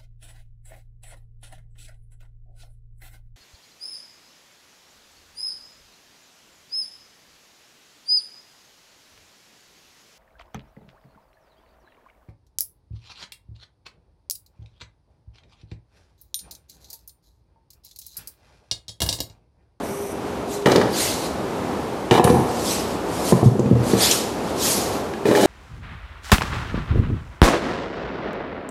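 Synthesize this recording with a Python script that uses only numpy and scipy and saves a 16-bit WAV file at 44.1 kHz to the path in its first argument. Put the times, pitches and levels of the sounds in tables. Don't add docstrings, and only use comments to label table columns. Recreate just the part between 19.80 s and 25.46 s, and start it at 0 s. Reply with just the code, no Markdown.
import sys
import numpy as np
from scipy import signal
from scipy.fft import rfft, irfft, next_fast_len
from scipy.io import wavfile
from scipy.ndimage import uniform_filter1d, minimum_filter1d, map_coordinates

SR = 44100
rng = np.random.default_rng(int(sys.argv[2]) if len(sys.argv) > 2 else 0)


def to_wav(s):
    ch = np.atleast_2d(s).T
    pcm = np.round(np.clip(ch, -1, 1) * 32767)
    wavfile.write(sys.argv[1], SR, pcm.astype(np.int16))


def invert_db(x):
    u = np.asarray(x, float) / 20
    return 10 ** u


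N = 249606

# (time [s], relative strength [dB], boom of the top [dB], clack of the legs [dB],
# contact hardness [dB])
BLOWS = [(0.858, -3, -10, -10.5, -11.5), (0.874, -2.5, -12, -11, -29), (0.916, -11, -10, -9, -15),
         (0.957, -4, -20, -15, -21), (0.98, -10, -15, -15, -19), (1.014, -19, -5, 4.5, -5.5),
         (2.31, -3.5, -8.5, -5, -9.5), (2.34, -18, -4.5, -2.5, -2), (2.377, -8.5, -19, -3, -19),
         (2.396, 3, -4, 0.5, -19), (2.447, -6, 6, -8, -18), (2.475, 0, -25, -7.5, -26),
         (2.5, -1.5, -5, -36.5, -39), (2.525, -6, 0, -8.5, -29), (2.574, -8, 2, -17, -31),
         (3.523, -4.5, -1.5, -4.5, -23), (3.627, -3.5, -1, -4, -39), (3.658, -5, 4.5, -34.5, -43),
         (3.752, -11, -7, -16, -45), (3.793, -11.5, 7, -14, -34.5), (3.858, -11.5, 9, -22, -26),
         (3.909, -2, 3.5, -33, -39.5), (3.927, -6.5, 2, -29, -43.5), (4.134, -10.5, 0.5, -15, -21),
         (4.152, -19, -17.5, -16, -15), (5.336, -27, -19, -2.5, -8), (5.454, -9.5, -32, -17, -19.5),
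         (5.486, -8.5, -36, -30.5, -21.5), (5.511, -9.5, -29, -11.5, -19), (5.55, -21.5, -26, -16, -1)]
# (frequency [Hz], level [dB], undamped t60 [s])
TABLE_MODES = [(83.4, -12, 0.46), (124, 3, 0.32), (180, -31, 0.05), (192.8, 3, 0.16), (239, -2, 0.1885),
               (258.6, -6.5, 0.2), (333, -1.5, .12), (362.2, -5.5, 0.24), (391.5, 1.5, 0.11),
               (433, -5, 0.097), (477.3, -5, 0.33), (536.2, 1.5, 0.032), (569, 2, 0.033), (674, -4, 0.043),
               (750, 0.5, 0.24), (793, -1, 0.068), (880, 2.5, 0.0363), (991.1, 1.5, 0.079),
               (1108, -3.5, 0.047), (1273, -5.5, 0.0171), (1682, -6, 0.072), (1843, -8.5, 0.048),
               (1954, -11, 0.054), (2395, -8.5, 0.079), (2910, -9.5, 0.0326), (3100, -29, 0.033),
               (3670, -15.5, 0.11), (4040, -11, 0.021)]
# (start [s], length [s], start level [dB], end level [dB],
# initial harshness [dB])
JUDDERS = [(.856, 0.256, -9.5, -27, -13.5), (2.309, 0.083, -11.5, -16, -7.5), (2.4, .32, -14.5, -29, -13.5),
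           (3.625, 0.094, -16, -27, -28), (3.75, .19, -30, -25.5, -31.5)]
# (start [s], length [s], start level [dB], end level [dB], joint rattle [dB])
DRAG_SPELLS = [(5.45, 0.094, -15, -14.5, -22), (5.55, 0.124, -10.5, -6.5, -19)]
# (time [s], relative level [dB], pitch [Hz])
TICK_EVENTS = [(0.7397, -28, 7800), (0.8224, -32.5, 3680), (0.9175, -12, 4060), (0.959, -10.5, 4470),
               (1.1305, -29, 3790), (2.442, -20, 3480), (2.4413, -7, 10300), (2.499, -15.5, 4060),
               (3.7938, -28.5, 6660), (4.3107, -5, 6300), (4.3153, -11, 8300), (5.548, -27, 3110)]
# (start [s], length [s], start level [dB], end level [dB],
# nominal whistle [Hz])
HISS_SPELLS = [(0.02, 0.3, -46.5, -44.5, 12200), (.455, 0.029, -58, -55, 12000),
               (2.447, 0.24, -33, -52.5, 10350)]
# (centre [Hz], width [Hz], level [dB])
HISS_PEAKS = [(2225, 270, -1.5), (5917, 470, -1.5), (8580, 680, -2.5), (10450, 980, -4), (12200, 1200, -7)]
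# (fastest moment [s], relative peak [dB], 20 dB rise [s], 20 dB fall [s],
# centre at the peak [Hz]); the sign of a rise has no effect
SOLE_SLIDES = [(.735, -29, 0.0648, 0.0753, 6200), (1.216, -16.5, 0.1176, 0.1865, 5400),
               (1.44, -27.5, .1, 0.08, 5400), (2.78, -30.5, 0.2, .12, 4700), (2.9, -21, 0.1274, 0.17, 5300),
               (3.125, -37.5, 0.27, .09, 4900), (3.36, -32.5, 0.14, 0.33, 6900),
               (3.5, -23, 0.12, 0.06, 6430), (3.645, -27, 0.01, 0.07, 6200),
               (4.11, -25.5, 0.1053, 0.08, 6220), (4.235, -11, 0.0744, .13, 4600),
               (4.32, -14.5, 0.0507, 0.09, 6200), (4.42, -40, -0.2, .15, 5600), (4.7, -36, -0.2, 0.1, 4400),
               (4.855, -15.5, 0.095, 0.25, 6650), (5.135, -32.5, 0.04, 0.1, 5100)]
# (frequency [Hz], density [dB per Hz])
SOLE_COLOUR = [(880, -10), (1500, -13), (2330, -11.5), (3030, -9.5), (4150, -8), (6310, -10.5),
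               (7310, -9.5), (12800, -12.5), (14200, -22), (15500, -29.5)]
# (frequency [Hz], t60 [s])
HALL_DECAY = [(100, 0.41), (1000, 1), (4000, 0.63), (12000, 0.56)]
# (time [s], air [dB], blade tone [dB])
FAN_LEVELS = [(0, -26.5, -34.5), (.8, -28, -33.5), (1.5, -28, -45), (3, -26.5, -38), (5.66, -27, -41)]
# (frequency [Hz], density [dB per Hz])
FAN_COLOUR = [(15, -45), (25, -17.5), (66, -3), (133, -7), (209, -0.5), (410, -1.5), (457, -2), (582, -4),
              (762, -5.5), (848, -6.5), (1300, -13.5), (1620, -19), (1850, -20.5), (11200, -37),
              (14000, -42.5), (15500, -54)]


def unit(x):
    return x / np.sqrt(np.mean(x ** 2) + 1e-20)


def along(points, hz):
    f, v = np.transpose(points)
    return np.interp(np.log(hz + 1), np.log(f + 1), v)


def wobble(rate_hz):
    knots = rng.standard_normal(int(N * rate_hz / SR) + 4)
    return map_coordinates(knots, [np.arange(N) * rate_hz / SR])


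def filtered(x, response):
    m = next_fast_len(N + SR // 2)
    return irfft(rfft(x, m) * response(np.fft.rfftfreq(m, 1 / SR)), m)[:N]


def coloured(x, points):
    return filtered(x, lambda f: invert_db(along(points, f)))


def resonant(peaks):
    def response(f):
        total = 0
        for k, (centre, width, db) in enumerate(peaks):
            damping = 1j * f * width
            total = total + (-1) ** k * invert_db(db) * damping / (centre * centre - f * f + damping)
        return total
    return response


def impulses(per_second, spread_db):
    hits = rng.random(N) < per_second / SR
    return hits * rng.standard_normal(N) * invert_db(spread_db * rng.exponential(size=N))


def spells(rows, fade_s):
    t, gain, others = np.arange(N) / SR, np.zeros(N), 0
    for s, length, start_db, end_db, value in rows:
        edge = np.clip(np.minimum(t - s, s + length + fade_s - t) / fade_s, 0, 1)
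        gain += edge * invert_db(np.interp(t, [s, s + length], [start_db, end_db]))
        others = np.where(edge > 0, [value + 0 * t, t - s, s + length - t], others)
    return gain, *others


def knocks():
    out, t = np.zeros(N + SR), np.arange(SR // 4) / SR
    hz, level_db, t60_s = np.transpose(TABLE_MODES)[..., None]
    dull = signal.butter(2, 4200, fs=SR)
    for s, db, boom_db, clack_db, hard_db in BLOWS:
        reach_db = along([(150, boom_db), (260, 0), (520, 0), (750, clack_db), (1200, clack_db + 3),
                          (1700, hard_db + 16.5), (4200, hard_db + 6.0)], hz)
        level_luck, pitch_luck, phase_luck = rng.standard_normal((3, len(TABLE_MODES), 1))
        contact_s = 0.0005 * invert_db(-.3 * clack_db)
        u = t / contact_s - 3
        push = (u * u - 1) * np.exp(-u * u / 2)
        rise = 1 - np.exp(-(t / (1.17 * contact_s)) ** 2)
        walk = np.cumsum(rng.standard_normal((len(TABLE_MODES), len(t) // 64 + 1)), axis=1)
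        rough = 0.000235 * hz * walk.repeat(64, axis=1)[:, :len(t)]
        ring_t60_s = (.58 - 0.0095 * boom_db) * t60_s
        decay = invert_db(level_db + reach_db + 3.9 * level_luck - 60 * t / ring_t60_s)
        phase = 2 * np.pi * hz * (1 + 0.029 * pitch_luck) * t + rough + 1.577 * phase_luck
        modes = (decay * np.sin(phase)).sum(0)
        noise = signal.lfilter(*dull, rng.standard_normal(len(t)))
        crack = invert_db(hard_db + 16 - 60 * t / 0.037) * noise
        out[round(s * SR):][:len(t)] += invert_db(db - 8) * (invert_db(2) * push + rise * (crack + modes))
    return out[:N]


def shaken(per_second, spread_db, damping, boom_db, clack_db, rattle_db, grit_db):
    slips = impulses(per_second, spread_db)

    def part(low_hz, high_hz):
        peaks = [(c, damping / t60, db) for c, db, t60 in TABLE_MODES if low_hz < c < high_hz]
        return unit(filtered(slips, resonant(peaks)))

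    top, frame = part(0, 200), part(200, 600)
    legs, joints = part(600, 1400), part(1400, SR)
    noise = rng.standard_normal(N) * invert_db(1.8 * wobble(60))
    grind = unit(coloured(noise, [(1500, -20), (4000, -6.0), (9000, -9.5), (15000, -18)]))
    wood = invert_db(boom_db) * top + invert_db(-4.5) * frame + invert_db(clack_db) * legs
    return wood + invert_db(rattle_db - 3.5) * joints + invert_db(grit_db) * grind


def judder():
    gain, harsh_db, since_s, _ = spells(JUDDERS, fade_s=0.0072)
    fade_db_per_s = 66
    rattle_db = harsh_db - fade_db_per_s * since_s
    boom_db = -20 - 0.53 * rattle_db
    clack_db = -1.5 + 0.43 * rattle_db
    grit_db = -15 + 0.56 * rattle_db
    return gain * shaken(1300, 1.5, 4.45, boom_db, clack_db, rattle_db, grit_db)


def drag():
    gain, rattle_db, *_ = spells(DRAG_SPELLS, fade_s=0.0103)
    boom_db, clack_db = -31, -19
    return gain * shaken(4000, 0.71, 3.4, boom_db, clack_db, rattle_db, rattle_db - 0.5)


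def ticks():
    out, t = np.zeros(N + SR), np.arange(SR // 10) / SR
    f = np.fft.rfftfreq(len(t), 1 / SR)
    t60_s, rise_s = 0.037, 0.00096
    for s, db, hz in TICK_EVENTS:
        colour = 1 / (1 + ((f - hz) / (0.14 * hz)) ** 2)
        colour += 0.4 * (f > 2200) / (1 + (f / 9000) ** 4)
        burst = unit(irfft(rfft(rng.standard_normal(len(t))) * colour, len(t)))
        envelope = invert_db(db - 3 - 60 * t / t60_s) * (1 - np.exp(-t / rise_s))
        out[round(s * SR):][:len(t)] += envelope * burst
    return out[:N]


def slides():
    t = np.arange(N) / SR
    s, db, rise_s, fall_s, hz = np.transpose(SOLE_SLIDES)[..., None]
    swell_power = 1.57
    down_db = 20 * abs((t - s) / np.where(t < s, rise_s, fall_s)) ** swell_power
    power = invert_db(db - down_db) ** 2
    slowed_hz = hz * np.exp(-.008 * down_db)
    centre_hz = (power * slowed_hz).sum(0) / (power.sum(0) + 1e-20)
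    return np.sqrt(power.sum(0)), centre_hz


def scuffs():
    gain, centre_hz = slides()
    grains = rng.standard_normal(N) + .5 * unit(impulses(per_second=3000, spread_db=1.4))
    f, t, z = signal.stft(coloured(grains, SOLE_COLOUR), SR, nperseg=512)
    patches = uniform_filter1d(rng.standard_normal(z.shape), 8, 0)
    patches = unit(uniform_filter1d(patches, 4, 1))
    centre = np.clip(np.interp(t, np.arange(N) / SR, centre_hz), 3000, None)
    emphasis_db = 5 * np.exp(-(np.log((f[:, None] + 1) / centre) / 0.67) ** 2)
    tilt_db = 3 * np.log(centre / 5500) * np.log((f[:, None] + 500) / 5500)
    z = z * invert_db(emphasis_db + tilt_db + 2.75 * patches)
    hiss = signal.istft(z, SR, nperseg=512)[1][:N]
    return gain * invert_db(0.41 * wobble(24.69) - 5.5) * unit(hiss)


def airy_hisses():
    gain, pitch_hz, _, left_s = spells(HISS_SPELLS, fade_s=0.016)
    sag_s, sag_share = .065, .13
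    whistle_hz = pitch_hz * (1 - sag_share * np.clip(1 - left_s / sag_s, 0, 1))
    whistle_hz = whistle_hz + 120 * wobble(150) + 150 * wobble(25)
    noise = rng.standard_normal(N) * invert_db(1.3 * wobble(40.08))
    hiss = unit(filtered(noise, resonant(HISS_PEAKS)))
    whistle = invert_db(3.4 * wobble(29.3)) * np.sin(2 * np.pi * np.cumsum(whistle_hz) / SR)
    return gain * (invert_db(2.5) * hiss + invert_db(-5.5) * whistle)


def hall(x):
    out, step = np.zeros(N + 2 * SR), SR // 4
    for start in range(0, N, step):
        hz, t, z = signal.stft(rng.standard_normal(SR // 2), SR, nperseg=256)
        z = z * invert_db(-60 * t / along(HALL_DECAY, hz)[:, None])
        tail = signal.istft(z, SR, nperseg=256)[1]
        wet = signal.fftconvolve(x[start:start + step], tail / np.linalg.norm(tail))
        out[start + 300:][:len(wet)] += wet
    return out[:N]


def fan():
    s, air_db, tone_db = np.transpose(FAN_LEVELS)
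    t = np.arange(N) / SR
    air = unit(coloured(rng.standard_normal(N), FAN_COLOUR))
    tone = np.sqrt(2) * np.sin(2 * np.pi * np.cumsum(404 + 4 * wobble(14)) / SR)
    air_gain = invert_db(np.interp(t, s, air_db) + 2.0 * wobble(4.474))
    tone_gain = invert_db(np.interp(t, s, tone_db) + 3.47 * wobble(10))
    return air_gain * air + tone_gain * tone


def scene():
    near = knocks() + judder() + drag() + ticks() + scuffs() + airy_hisses()
    return (near + invert_db(-6) * hall(near) + fan())[None]


def roll_off(x):
    return signal.sosfilt(signal.butter(12, 15660, fs=SR, output="sos"), x)


def record(dry):
    heard = signal.sosfilt(signal.butter(2, 65, "high", fs=SR, output="sos"), dry)
    heard = signal.sosfilt(signal.butter(6, 15200, fs=SR, output="sos"), heard)
    need = np.minimum(1, invert_db(-0.58) / (abs(heard[0]) + 1e-9))
    held = minimum_filter1d(need, size=1800, origin=700)
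    gain = uniform_filter1d(held, size=200)
    recovery_s = .07
    keep = np.exp(-1 / (recovery_s * SR))
    gain = np.minimum(gain, 1 - signal.lfilter([1 - keep], [1, -keep], 1 - gain))
    return roll_off(heard * gain)


dry = scene()
out = record(dry)
to_wav(out)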